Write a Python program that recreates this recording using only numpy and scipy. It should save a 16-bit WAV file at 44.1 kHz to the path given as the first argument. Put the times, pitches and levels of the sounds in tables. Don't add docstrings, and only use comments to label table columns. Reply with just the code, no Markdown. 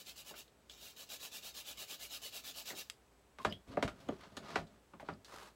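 import sys
import numpy as np
from scipy import signal
from scipy.fft import rfft, irfft, next_fast_len
from scipy.io import wavfile
from scipy.ndimage import uniform_filter1d

SR = 44100
rng = np.random.default_rng(int(sys.argv[2]) if len(sys.argv) > 2 else 0)


def transcribe(signal):
    frames = np.atleast_2d(signal).T
    limited = np.clip(frames, -1, 1)
    pcm = np.round(limited * 32767).astype(np.int16)
    wavfile.write(sys.argv[1], SR, pcm)


N = 244753
T = np.arange(N) / SR

# start_s, level_db, bright_hz, boom_db, spot_hz, after_rumble_db
KNOCKS = [(.308, -55, 1200, 1.5, 690, -15.5), (.339, -57.5, 2610, -18, 1390, -16),
          (2.703, -49, 2560, 1, 1900, -20), (2.727, -53.5, 1200, 0, 367, -16),
          (3.385, -53, 2850, 1, 1110, -4), (3.4476, -31, 3220, -3, 1010, -7),
          (3.7697, -31.5, 1070, 2.5, 660, -15), (3.8251, -32.5, 3470, -1.5, 660, -10.5),
          (3.877, -43.5, 3220, -3, 1370, -6), (4.0871, -35, 780, 8.5, 400, -12.5),
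          (4.369, -46.5, 1700, 8.5, 230, -4), (4.5564, -32.5, 2850, -8, 750, -9.5),
          (4.934, -55, 1500, 15.5, 1100, -14), (4.997, -55.5, 2000, -12, 880, -6),
          (5.026, -51, 850, 11, 670, -16), (5.086, -41, 1570, 1, 1240, -8)]


def amp(db):
    return 10 ** (np.asarray(db) / 20)


def unit(x):
    return x / np.sqrt(np.mean(x ** 2) + 1e-20)


def along(points, hz):
    f, v = np.transpose(points)
    return np.interp(np.log(hz + 1), np.log(f + 1), v)


def filtered(x, response):
    m = next_fast_len(len(x) + SR // 4)
    return irfft(rfft(x, m) * response(np.fft.rfftfreq(m, 1 / SR)), m)[:len(x)]


def coloured(x, spectrum):
    return unit(filtered(x, lambda hz: amp(along(spectrum, hz))))


def resonances(modes, f):
    return np.array([amp(db) * 1j * f * w / (c * c - f * f + 1j * f * w) for c, w, db in modes])


def noisy_tone(samples, pitch_hz, width_hz, order):
    response = lambda hz: resonances([(pitch_hz, width_hz, 0)], hz)[0] ** order
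    return unit(filtered(rng.standard_normal(samples), response))


def grit(rate_hz, spread_db):
    strength = np.interp(T * rate_hz, np.arange(N), rng.standard_normal(N))
    return unit(rng.standard_normal(N) * amp(spread_db * strength))


def dying_noise(decay):
    hz, t, z = signal.stft(rng.standard_normal(SR // 2), SR, nperseg=128)
    damping = amp(-60 * t / along(decay, hz)[:, None])
    return signal.istft(z * damping, SR, nperseg=128)[1][:SR // 2]


def pulse(start_s, rise_s):
    age = np.clip((T - start_s) / rise_s, 0, None)
    return age * np.exp(1 - age)


def add(track, start_s, sound):
    part = track[round(start_s * SR):][:len(sound)]
    part += sound[:len(part)]


def strokes(pitch_scatter=0.063):
    # start_s, end_s, rate_hz, level_db, sing_hz
    spells = [(-.05, 0.443, 10.1, -50.5, 2980), (.765, 0.957, 5.5, -52, 3770),
              (.953, 1.067, 8.7, -49.5, 2830), (1.08, 1.758, 8.9, -46, 3800), (1.761, 2.65, 9, -45.5, 2945),
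              (2.643, 2.85, 10, -44.5, 3830)]
    # lead_s, length_beats, lift_db, flick_s, catch_db
    push_pull = [(.001, 0.97, 0.52, 0.0093, -8), (.005, 0.98, 0.9, 0.0037, -16)]
    for start_s, end_s, rate_hz, db, sing_hz in spells:
        count = max(1, round((end_s - start_s) * rate_hz))
        beat_s = (end_s - start_s) / count
        for k in range(count):
            lead_s, beats, lift_db, flick_s, catch_db = push_pull[k % 2]
            pitch_hz = sing_hz * np.exp(pitch_scatter * rng.standard_normal())
            yield start_s + k * beat_s - lead_s, beats * beat_s, db + lift_db, flick_s, catch_db, pitch_hz


def moving_contact(x, patchy_db=3.0):
    hz, _, z = signal.stft(x, SR, nperseg=1024)
    patches = uniform_filter1d(rng.standard_normal(z.shape), size=4, axis=0)
    patches = unit(uniform_filter1d(patches, size=3, axis=1))
    depth = along([(200, .7), (2000, 1), (5000, 1), (9000, .5)], hz)[:, None]
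    return unit(signal.istft(z * amp(patchy_db * depth * patches), SR, nperseg=1024)[1][:N])


def brush(drag_db=-15, sing_db=-15.5, catch_s=0.007, fizz_hz=8000):
    # frequency_hz, density_db
    bristles = [(88, -24), (150, -14.5), (244, -5.5), (352, -12), (436, -9), (668, -4.5), (966, -11.5),
                (1270, -9), (1910, -13), (2810, -2), (3830, -3.5), (5030, -4.5), (7410, -6), (8490, -9),
                (15500, -7)]
    # pitch_hz, width_hz, level_db
    plier_modes = [(450, 39, 0.5), (730, 46, -10), (1738, 63, 4), (2380, 96, -1), (2760, 380, -7),
                   (3840, 200, 1.5), (4450, 450, -4.5), (7500, 500, -7)]
    power, speed, singing = np.zeros((3, N))
    t = np.arange(SR // 3) / SR
    for start_s, length_s, db, flick_s, catch_db, sing_hz in strokes():
        phase = (T - start_s) / length_s
        sliding = np.clip(2 * (T - start_s - flick_s) / catch_s, 0, 1)
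        swing = np.sin(np.pi * np.clip(phase, 0, 1)).clip(0) * sliding
        catch = amp(catch_db) * pulse(start_s + flick_s, catch_s)
        drag = amp(drag_db) * np.exp(-(2 * phase - 1) ** 2 / 2.9)
        power += amp(db) ** 2 * (swing ** 2.8 + catch ** 2 + drag ** 2)
        speed = np.maximum(speed, swing)
        tone = noisy_tone(len(t), sing_hz, width_hz=160, order=2)
        onset_s = max(start_s, 0)
        swell = np.sin(np.pi * np.clip((t + onset_s - start_s) / length_s, 0, 1) ** 0.82).clip(0)
        add(singing, onset_s, amp(db + sing_db) * swell * tone)
    power += (amp(-55) * pulse(start_s=.692, rise_s=.028)) ** 2
    friction = coloured(grit(rate_hz=730, spread_db=1.5), bristles)
    steel = lambda hz: 1.85 + np.abs(resonances(plier_modes, hz) ** 2).sum(0)
    hiss = moving_contact(filtered(friction, steel))
    fizz = filtered(hiss, lambda hz: hz > fizz_hz)
    fizz_gain = amp(-3.0) * (0.43 + 1.01 * speed) ** 0.65
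    return singing + amp(-1.34) * np.sqrt(power) * (hiss - fizz + fizz_gain * fizz)


def background():
    # frequency_hz, density_db
    air = [(15, -66), (25, -53), (41, -23), (64, -11.5), (113, -10), (129, -11.5), (253, -12), (281, -11.5),
           (349, -14.5), (389, -12), (848, -18), (5010, -31), (7700, -32), (14300, -39.5), (15500, -38)]
    drone = noisy_tone(N, pitch_hz=58.5, width_hz=9.0, order=2)
    whine = noisy_tone(N, pitch_hz=7860, width_hz=100, order=1)
    return amp(-69) * coloured(rng.standard_normal(N), air) + amp(-73.5) * drone + amp(-89) * whine


def knocks(boom_hz=330, boom_delay_s=0.002925, treble_hz=7000, spot_db=7.5, firm_db=-30.5):
    # pitch_hz, width_hz, level_db
    tub_modes = [(117.3, 9.7, -8.5), (178, 35, -11), (217.6, 16, 2.5), (289, 45, 1), (437, 49, 1.5),
                 (535, 97, -2), (612, 42, 1), (695, 42, -8), (754, 34, -1.5), (978, 72, -2.5),
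                 (1176, 36, 0.5), (1420, 130, -6.5), (1646, 18, -4), (1778, 14, -2.5), (2120, 240, -8),
                 (2374, 120, -7)]
    # frequency_hz, density_db
    rattle_spectrum = [(60, -27), (170, -3), (500, 1.5), (1100, 0), (2200, 0.5), (4500, -1.5), (8000, -4),
                       (15000, -12)]
    # frequency_hz, t60_s
    rattle_decay = [(100, 0.28), (300, 0.22), (1000, 0.12), (3000, 0.1), (10000, 0.11)]
    # time_s, gain_db
    treble_curve = [(3.45, 4), (4.37, 4), (4.56, -0.5), (5.1, -4)]
    track, blow = np.zeros(N), signal.unit_impulse(SR // 2)
    crack = 1 + amp(-2.5) * np.exp(-T[:SR // 2] / 0.0039)
    for start_s, db, bright_hz, boom_db, spot_hz, _ in KNOCKS:
        strengths = amp(rng.normal(0, 2.3, len(tub_modes))) * (-1) ** np.arange(len(tub_modes))
        ring = unit(filtered(blow, lambda hz: strengths @ resonances(tub_modes, hz)))
        rattle_db = -1 + 0.55 * (firm_db - db)
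        rattle = amp(rattle_db) * coloured(crack * dying_noise(rattle_decay), rattle_spectrum)
        treble_db = np.interp(start_s, *np.transpose(treble_curve))
        treble = lambda hz: amp(treble_db * (1 - 1 / (1 + (hz / treble_hz) ** 6)))
        contact = lambda hz: treble(hz) / np.hypot(1, (hz / bright_hz) ** 2.1)
        boom = lambda hz: amp(boom_db / (1 + (hz / boom_hz) ** 4))
        spot = lambda hz: 1 + (amp(spot_db) - 1) * resonances([(spot_hz, 0.18 * spot_hz, 0)], hz)[0]
        dispersion = lambda hz: np.exp(-4j * np.pi * boom_delay_s * np.sqrt(hz * boom_hz))
        knock = filtered(ring + rattle, lambda hz: contact(hz) * boom(hz) * spot(hz) * dispersion(hz))
        add(track, start_s, amp(db) * knock / np.std(knock[:SR // 50]))
    return track


def slide(edge_hz=7000, skid_db=-28, skid_rise_s=0.025, skid_t60_s=0.26):
    # start_s, length_s, scrape_db, rumble_db, treble_db
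    drags = [(3.656, .14, -60, -49.5, -4), (3.88, 0.39, -63.5, -59, 1), (4.178, 0.12, -56.5, -64, -8),
             (4.236, 0.22, -66.5, -60.5, 1), (4.396, 0.25, -50.5, -54.5, -3.5),
             (4.623, 0.2, -71.5, -65, -6), (5.02, 0.15, -62.5, -55, -8), (5.241, 0.29, -54.5, -67, 6.5)]
    # frequency_hz, density_db
    scrape_spectrum = [(240, -14.5), (400, -5), (700, -6.5), (1200, -4), (2030, -13), (4400, -16),
                       (7500, -25.5), (9000, -30), (15500, -39)]
    # frequency_hz, density_db
    rumble_spectrum = [(18, -36), (30, -9), (81, 3.5), (140, -3.5), (225, 1.5), (317, -8.5), (606, -10.5),
                       (700, -6), (910, -54), (1540, -120)]
    scrape_power, treble_power, rumble_power = np.zeros((3, N))
    for start_s, length_s, scrape_db, rumble_db, treble_db in drags:
        swell = np.sin(np.pi * np.clip((T - start_s) / length_s, 0, 1)).clip(0) ** 1.16
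        scrape_power += (amp(scrape_db) * swell) ** 2
        treble_power += (amp(scrape_db + treble_db) * swell) ** 2
        rumble_power += (amp(rumble_db) * swell) ** 2
    for start_s, db, *_, after_rumble_db in KNOCKS:
        rise = np.clip((T - start_s) / skid_rise_s, 0, 1)
        skid = rise * amp(db - 60 * np.clip(T - start_s - skid_rise_s, 0, None) / skid_t60_s)
        scrape_power += (amp(skid_db) * skid) ** 2
        rumble_power += (amp(after_rumble_db) * skid) ** 2
    scrape = coloured(grit(rate_hz=280, spread_db=2.5), scrape_spectrum)
    body = filtered(scrape, lambda hz: 1 / (1 + (hz / edge_hz) ** 6))
    treble = scrape - body
    rumble = coloured(grit(rate_hz=40, spread_db=4.5), rumble_spectrum)
    return np.sqrt(scrape_power) * body + np.sqrt(treble_power) * treble + np.sqrt(rumble_power) * rumble


def clicks(dull_hz=9000, thin_hz=1500):
    # start_s, peak_db, ring_hz, width_hz, chatter_t60_s, chatter_db
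    contacts = [(.479, -56.5, 3800, 905, .06, 9), (0.6968, -40.5, 3360, 350, 0.051, 27),
                (2.8995, -26, 3700, 3180, 0.019, -4.5), (4.0872, -42.5, 3100, 350, 0.024, 11),
                (4.368, -38.5, 3730, 1470, 0.089, 22), (4.669, -58, 4000, 900, 0.1, 10),
                (5.137, -54, 4670, 400, 0.022, 7), (5.247, -42, 4300, 1400, 0.17, 6.5)]
    track, t = np.zeros(N), np.arange(SR // 8) / SR
    bass_loss = lambda hz: hz ** 2 / (hz ** 2 - thin_hz ** 2 - 1j * hz * thin_hz)
    radiation = lambda hz: bass_loss(hz) / (1 + 1j * hz / dull_hz) ** 2
    for start_s, db, ring_hz, width_hz, t60_s, chatter_db in contacts:
        chatter = rng.standard_normal(len(t)) * amp(-60 * t / t60_s)
        force = signal.unit_impulse(len(t)) + amp(chatter_db) * chatter / np.linalg.norm(chatter)
        modes = [(ring_hz, width_hz, 0), (1750, width_hz / 4, -9), (6500, width_hz, -11)]
        click = filtered(force, lambda hz: resonances(modes, hz).sum(0) * radiation(hz))
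        add(track, start_s, amp(db) * click / np.abs(click).max())
    return track


def bubbles(glide=0.18, onset_s=0.0021, wander=0.068):
    # start_s, peak_db, pitch_hz, t60_s
    trapped_air = [(3.398, -41, 1043, 0.11), (3.496, -49, 4940, 0.086), (3.508, -46, 2940, 0.058),
                   (3.524, -25, 3080, 0.017), (3.529, -48.5, 3260, 0.15), (5.001, -47, 807, 0.077)]
    track, t = np.zeros(N), np.arange(SR // 6) / SR
    for start_s, db, pitch_hz, t60_s in trapped_air:
        waver = wander * np.sqrt(pitch_hz / 1000) * np.cumsum(rng.standard_normal(len(t)))
        ring = np.sin(2 * np.pi * pitch_hz * t * (1 + glide * t) + waver)
        add(track, start_s, amp(db - 60 * t / t60_s) * (1 - np.exp(-t / onset_s)) * ring)
    return track


def splashes():
    # start_s, level_db, rise_s
    breaks = [(3.408, -62, 0.016), (3.521, -69, 0.0059), (3.675, -66, 0.0088), (4.0, -66, 0.0072),
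              (4.207, -64, 0.0033), (4.998, -65, 0.0088)]
    level = sum(amp(db) * pulse(start_s, rise_s) for start_s, db, rise_s in breaks)
    spray = grit(rate_hz=1700, spread_db=4)
    return level * coloured(spray, [(500, -7), (3000, 8), (7000, -3), (11000, -7), (15000, -14)])


def room(x):
    # frequency_hz, t60_s
    workshop = [(100, 0.2), (400, 0.094), (2000, 0.13), (6000, 0.15), (14000, 0.21)]
    tail = dying_noise(workshop)
    response = np.pad(tail / np.linalg.norm(tail), (SR // 300, 0))
    return signal.fftconvolve(x, response)[:N]


def scene():
    scrub = brush()
    tub = knocks() + slide()
    small_sounds = clicks() + bubbles() + splashes()
    reverberation = room(amp(-10.0) * scrub + amp(-7.5) * tub + amp(-11) * small_sounds)
    return scrub + tub + small_sounds + reverberation + background()


def record(dry):
    bottom_hz, corner_hz, top_hz = 29, 30, 15850
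    bass_cut = lambda hz: (1j * hz / (corner_hz + 1j * hz)) ** 2
    return filtered(dry, lambda hz: bass_cut(hz) * (hz > bottom_hz) * (hz < top_hz))


dry = scene()
out = record(dry)
transcribe(out)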